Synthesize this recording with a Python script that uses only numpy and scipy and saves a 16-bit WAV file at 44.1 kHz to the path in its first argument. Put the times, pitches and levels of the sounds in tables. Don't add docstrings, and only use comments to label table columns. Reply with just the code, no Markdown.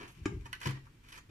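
import sys
import numpy as np
from scipy import signal
from scipy.fft import rfft, irfft, next_fast_len
from scipy.io import wavfile
from scipy.ndimage import uniform_filter1d

SR = 44100
rng = np.random.default_rng(int(sys.argv[2]) if len(sys.argv) > 2 else 0)


def log_audio(samples):
    frames = np.atleast_2d(samples).T
    limited = np.clip(frames, -1, 1)
    pcm = np.round(limited * 32767).astype(np.int16)
    wavfile.write(sys.argv[1], SR, pcm)


N = 57330
T = np.arange(N) / SR

# start_s, rise_s, hold_s, fade_s, level_db, brightness_db_per_octave, left_minus_right_db
SLIDES = [(-.01, 0.0033, 0.0066, 0.08, -43, -2.5, 1), (0.029, .012, 0.031, 0.09, -58, -2, -3.5),
          (0.074, 0.003, 0.007, 0.1, -61, 5.5, -1), (0.122, 0.042, 0.11, 1.5, -69, 1, 15),
          (0.45, 0.0034, 0.0144, -1.37, -57.5, -0.1, -5.5), (0.609, 0.0022, 0.021, 0.1457, -51, 0.3, -6),
          (0.647, 0.014, 0.01, 0.0528, -38, -1.2, 4), (0.668, 0.0076, .022, -0.15, -49.5, -4.9, 10.5),
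          (0.75, 0.013, 0.014, -0.22, -54, -3.5, -6), (0.848, 0.0067, 0.0056, -0.72, -61, 0, 5.5),
          (1.022, 0.028, 0.046, .03, -62, -0.5, 1), (1.085, 0.0026, 0.024, -0.18, -58.5, 3, -0.5),
          (1.119, 0.0022, 0.0088, 0.0446, -51, 0.8, -1.5), (1.132, 0.041, 0.017, -0.18, -53, 0.86, -5),
          (1.29, 0.0022, 0.031, 6, -56, -2, 9)]
# frequency_hz, level_db
FIBRE_TONE = [(100, -8.5), (380, 4), (580, -9), (800, -5), (1040, 2.5), (1350, -4), (1800, 2), (2900, -2.5),
              (3700, -8.5), (6500, -12), (8700, -19), (11200, -19.5), (15500, -36.5)]
# start_s, rise_s, hold_s, fade_s, level_db, pitch_hz
SQUEAKS = [(0.007, 0.039, 0.27, 0.1, -70, 2723), (0.745, 0.011, 0.016, 0.05, -59, 1872)]
# start_s, level_db, ring_minus_snap_db
FLICKS = [(0.529, -45, 6.5), (.5515, -56.5, -21), (0.603, -57.5, -33.5), (0.6146, -51.5, 0.5),
          (0.631, -54, 4), (0.647, -54, -20.5), (0.6716, -43.5, -4), (0.6947, -52, -2), (0.7088, -52.5, 2),
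          (1.086, -60.5, -4), (1.1259, -55, 1)]
# frequency_hz, level_db
SNAP_TONE = [(100, -21), (600, -12), (1100, -2), (2800, 6.5), (3700, 2), (6000, -1.5), (8500, -11.5),
             (11200, -9), (15500, -22.5)]
# pitch_hz, level_db, ring_s
BRANCH_NOTES = [(990, -12, 0.042), (1032, -13.5, .035), (1520, -9, 0.077), (1767, -1.5, 0.032),
                (1950, 0, 0.028), (2333, -1.5, .014), (2958, 2.5, 0.014), (4290, -6, 0.015),
                (10850, -8, 0.0074)]
# pitch_hz, level_db, ring_s
THRUM_NOTES = [(109, -3, 0.21), (132.95, 0, 0.38), (203.4, -13, 0.23), (300.5, -21.5, 0.49),
               (346, -11.5, .1), (483, -22, .16)]
# frequency_hz, level_db
CRACK_TONE = [(300, -16), (600, -0.5), (1200, 2), (2400, 2), (3700, -6.5), (5200, -7), (7000, -6),
              (9500, -24.5), (15000, -36)]
# pitch_hz, level_db, ring_s
FRAME_NOTES = [(486, -21.5, 0.029), (808, -11, 0.26), (875, -2, 0.056), (1195, 5.5, 0.061),
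               (1620, 5.5, 0.046), (1616, -11, 0.15), (2167, 0.5, 0.092), (2578, -1.5, 0.048),
               (2640, -17, 0.049)]
# pitch_hz, level_db, ring_s
THUD_NOTES = [(106.5, 1, 0.23), (198, -4.5, 0.15), (301, 14.5, 0.041), (340, -10, 0.077), (390, -16, 0.16)]
# frequency_hz, gain_db
THUD_TONE = [(20, -1.5), (400, -0.5), (480, -13.5), (700, -12), (3000, -40)]
# start_s, rise_s, hold_s, fade_s, level_db, brightness_db_per_octave
WOBBLES = [(0.159, 0.028, 0.064, 0.52, -46.5, 1), (0.285, .012, .03, 0.09, -39, 5),
           (0.306, 0.038, 0.0085, 0.2044, -37.5, -6.5), (0.455, 0.0085, 0.007, -0.05, -46.5, -3),
           (0.684, 0.017, 0.05, 0.15, -49, 1), (-.01, 0.0088, 0.059, 0.09, -50.5, 7.5),
           (1.282, 0.014, 0.018, 3, -59, 8.5)]
# frequency_hz, level_db
WOBBLE_TONE = [(20, -15.5), (50, 4.5), (125, 5), (220, -13.5), (310, -11), (410, -13.5), (500, -43.5),
               (1000, -57), (4000, -97)]
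# start_s, level_db
TOUCHES = [(.457, -52), (0.6137, -50), (.662, -42.5), (0.866, -59.5), (1.126, -67)]
# frequency_hz, level_db
TOUCH_TONE = [(200, -18.5), (700, -19), (900, 0.5), (1060, 2.5), (1300, -6), (1700, -1), (2200, -16),
              (3000, -14.5), (4000, -24), (12000, -38)]
# frequency_hz, level_db
AIR_TONE = [(20, -7.5), (48, 4), (70, -13), (100, -0.5), (200, -14), (300, -14), (600, -30), (1100, -30.5),
            (1500, -27), (2700, -28), (4000, -34), (10000, -40.5), (15500, -44)]
# frequency_hz, ring_s
ECHO_TIMES = [(100, 0.22), (350, 0.33), (700, .32), (1500, 0.26), (4000, 0.35), (12000, 0.22)]
# frequency_hz, gain_db
ECHO_TONE = [(60, -45), (150, -23), (450, -2), (1200, 4), (4000, 2), (12000, 2.5)]
# frequency_hz, left_minus_right_db
CORD_SIDE = [(100, 3.5), (2000, 0.5), (4500, -1), (7500, 1), (11000, -10), (15000, -6)]
# frequency_hz, left_minus_right_db
FRAME_SIDE = [(150, 1), (300, 3.3), (800, 0), (2000, 3.5), (7000, 4), (11000, -3.5)]


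def cord_slides(snags_per_s=2600, snag_spread_db=4, hiss_share=0.54, uneven_db=2, uneven_s=0.005):
    out = np.zeros((2, N))
    for start, rise, hold, fade, db, brightness, side_db in SLIDES:
        snags = (rng.random(N) < snags_per_s / SR) * rng.choice([-1, 1], N)
        snags = snags * gain(snag_spread_db * np.minimum(rng.exponential(1, N), 4))
        drift = uniform_filter1d(rng.standard_normal(N), round(uneven_s * SR))
        grip = gain(uneven_db * normalize(drift))
        hiss = hiss_share * rng.standard_normal(N)
        rub = shape_tone((normalize(snags) + hiss) * grip, FIBRE_TONE, brightness)
        out += pan(gain(db) * normalize(rub) * swell(start, rise, hold, fade), side_db)
    return out


def knot_squeaks(width_octaves=0.064):
    hz = np.fft.rfftfreq(N, 1 / SR) + 1
    out = np.zeros(N)
    for start, rise, hold, fade, db, pitch in SQUEAKS:
        band = 1 / (1 + (np.log2(hz / pitch) / width_octaves) ** 2)
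        rasp = irfft(rfft(rng.standard_normal(N)) * band, N)
        out += gain(db) * normalize(rasp) * swell(start, rise, hold, fade)
    return out


def cord_flicks():
    out = np.zeros(N)
    for start, db, wood_db in FLICKS:
        snap = burst(start, SNAP_TONE, rise_s=0.00048, ring_s=0.015)
        wood = gain(wood_db) * ring(start, BRANCH_NOTES, rise_s=0.00086)
        out += gain(db) * (snap + wood)
    return out


def cord_tug():
    return gain(-23) * ring(start_s=0.6615, notes=THRUM_NOTES, rise_s=0.0095)


def frame_knock(start_s=0.2555, thud_delay_s=0.0025):
    crack = burst(start_s, CRACK_TONE, rise_s=0.0019, ring_s=0.028)
    wood = ring(start_s, FRAME_NOTES, rise_s=0.00068)
    thud = ring(start_s + thud_delay_s, THUD_NOTES, rise_s=0.00086)
    return gain(-39.5) * (crack + wood) + gain(-24.5) * shape_tone(thud, THUD_TONE)


def frame_wobbles():
    out = np.zeros(N)
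    for start, rise, hold, fade, db, brightness in WOBBLES:
        rumble = shape_tone(rng.standard_normal(N), WOBBLE_TONE, brightness)
        out += gain(db) * normalize(rumble) * swell(start, rise, hold, fade)
    return out


def soft_touches():
    return sum(gain(db) * burst(start, TOUCH_TONE, rise_s=0.0021, ring_s=0.013) for start, db in TOUCHES)


def room_echo(sound, early_db=9.5, early_s=0.0061, gap_s=0.0012):
    early_boost = 1 + gain(early_db) * np.exp(-T / early_s)
    bounces = rng.standard_normal((2, N)) * (T > gap_s) * early_boost
    hz, t, bands = signal.stft(bounces, SR, nperseg=256)
    decay = gain(-60 * t / value_at(ECHO_TIMES, hz)[:, None])
    echo = signal.istft(bands * decay, SR, nperseg=256)[1][:, :N]
    echo = shape_tone(echo / np.linalg.norm(echo, axis=1, keepdims=True), ECHO_TONE)
    return signal.fftconvolve(sound[None], echo, axes=1)[:, :N]


def room_air(level_db=-57, split_hz=550):
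    hz = np.fft.rfftfreq(N, 1 / SR)
    shared, separate = rfft(rng.standard_normal(N)), rfft(rng.standard_normal((2, N)))
    likeness = 1 / (1 + (hz / split_hz) ** 2)
    noise = np.sqrt(likeness) * shared + np.sqrt(1 - likeness) * separate
    return gain(level_db) * normalize(irfft(noise * gain(value_at(AIR_TONE, hz)), N))


def gain(db):
    return 10 ** (np.asarray(db) / 20)


def normalize(x):
    return x / np.sqrt(np.mean(x ** 2) + 1e-20)


def normalize_hit(x):
    return x / np.sqrt(np.sum(x ** 2) / (SR / 100) + 1e-20)


def value_at(table, hz):
    row_hz, values = np.transpose(table)
    return np.interp(np.log(hz + 1), np.log(row_hz + 1), values)


def shape_tone(x, tone, brightness=0, share=1):
    size = next_fast_len(N + SR // 4)
    hz = abs(np.fft.fftfreq(size, 1 / SR))
    curve_db = share * value_at(tone, hz) + brightness * np.log2((hz + 20) / 2000)
    response = np.exp(np.conj(signal.hilbert(np.log(gain(curve_db)))))[:size // 2 + 1]
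    return irfft(rfft(x, size) * response, size)[..., :N]


def swell(start_s, rise_s, hold_s, fade_s):
    rising = np.clip((T - start_s) / max(rise_s, 1e-4), 0, 1)
    fading_for_s = np.maximum(T - start_s - rise_s - hold_s, 0)
    return rising * gain(-20 * fading_for_s / max(fade_s, 1e-3))


def ring(start_s, notes, rise_s):
    t = np.maximum(T - start_s, 0)
    ringing = sum(gain(db - 60 * t / ring_s) * np.sin(2 * np.pi * hz * t) for hz, db, ring_s in notes)
    return normalize_hit(np.minimum(t / rise_s, 1) * ringing)


def burst(start_s, tone, rise_s, ring_s):
    noise = rng.standard_normal(N) * swell(start_s, rise_s, 0, ring_s / 3)
    return normalize_hit(shape_tone(noise, tone))


def pan(x, side_db):
    return x * gain(np.array([[side_db], [-side_db]]) / 2)


def place(pair, side, echo_db, left_delay_s=0):
    late_left = np.pad(pair[0], (round(left_delay_s * SR), 0))[:N]
    left, right = np.array([late_left, pair[1]]) + gain(echo_db) * room_echo(pair.mean(0))
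    return np.array([shape_tone(left, side, share=0.5), shape_tone(right, side, share=-0.5)])


def suppress_noise(x, cut_db=3, range_db=14):
    bands = signal.stft(x, nperseg=512, noverlap=384)[2]
    power = (abs(bands) ** 2).mean(0)
    smooth_power = uniform_filter1d(uniform_filter1d(power, size=7, axis=0), size=7, axis=1)
    level_db = 10 * np.log10(abs(smooth_power) + 1e-20)
    above_floor_db = level_db - np.percentile(level_db, 15, axis=1, keepdims=True)
    quietness = np.clip(1 - above_floor_db / range_db, 0, 1)
    return signal.istft(bands * gain(-cut_db * quietness), nperseg=512, noverlap=384)[1][:, :N]


def scene(left_delay_s=0.00034):
    handling = cord_slides() + knot_squeaks() + soft_touches()
    cord = place(handling, CORD_SIDE, echo_db=-1, left_delay_s=left_delay_s)
    flicks = place(pan(cord_flicks(), side_db=-5), CORD_SIDE, echo_db=-4, left_delay_s=left_delay_s)
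    wood = frame_knock() + cord_tug() + frame_wobbles()
    frame = place(pan(wood, side_db=0), FRAME_SIDE, echo_db=-1.5)
    return gain(-2) * (cord + flicks + frame) + room_air()


def record(dry):
    low_pass = signal.firwin(255, cutoff=15500, window=("kaiser", 8), fs=SR)
    return signal.oaconvolve(suppress_noise(dry), low_pass[None], "same")


dry = scene()
out = record(dry)
log_audio(out)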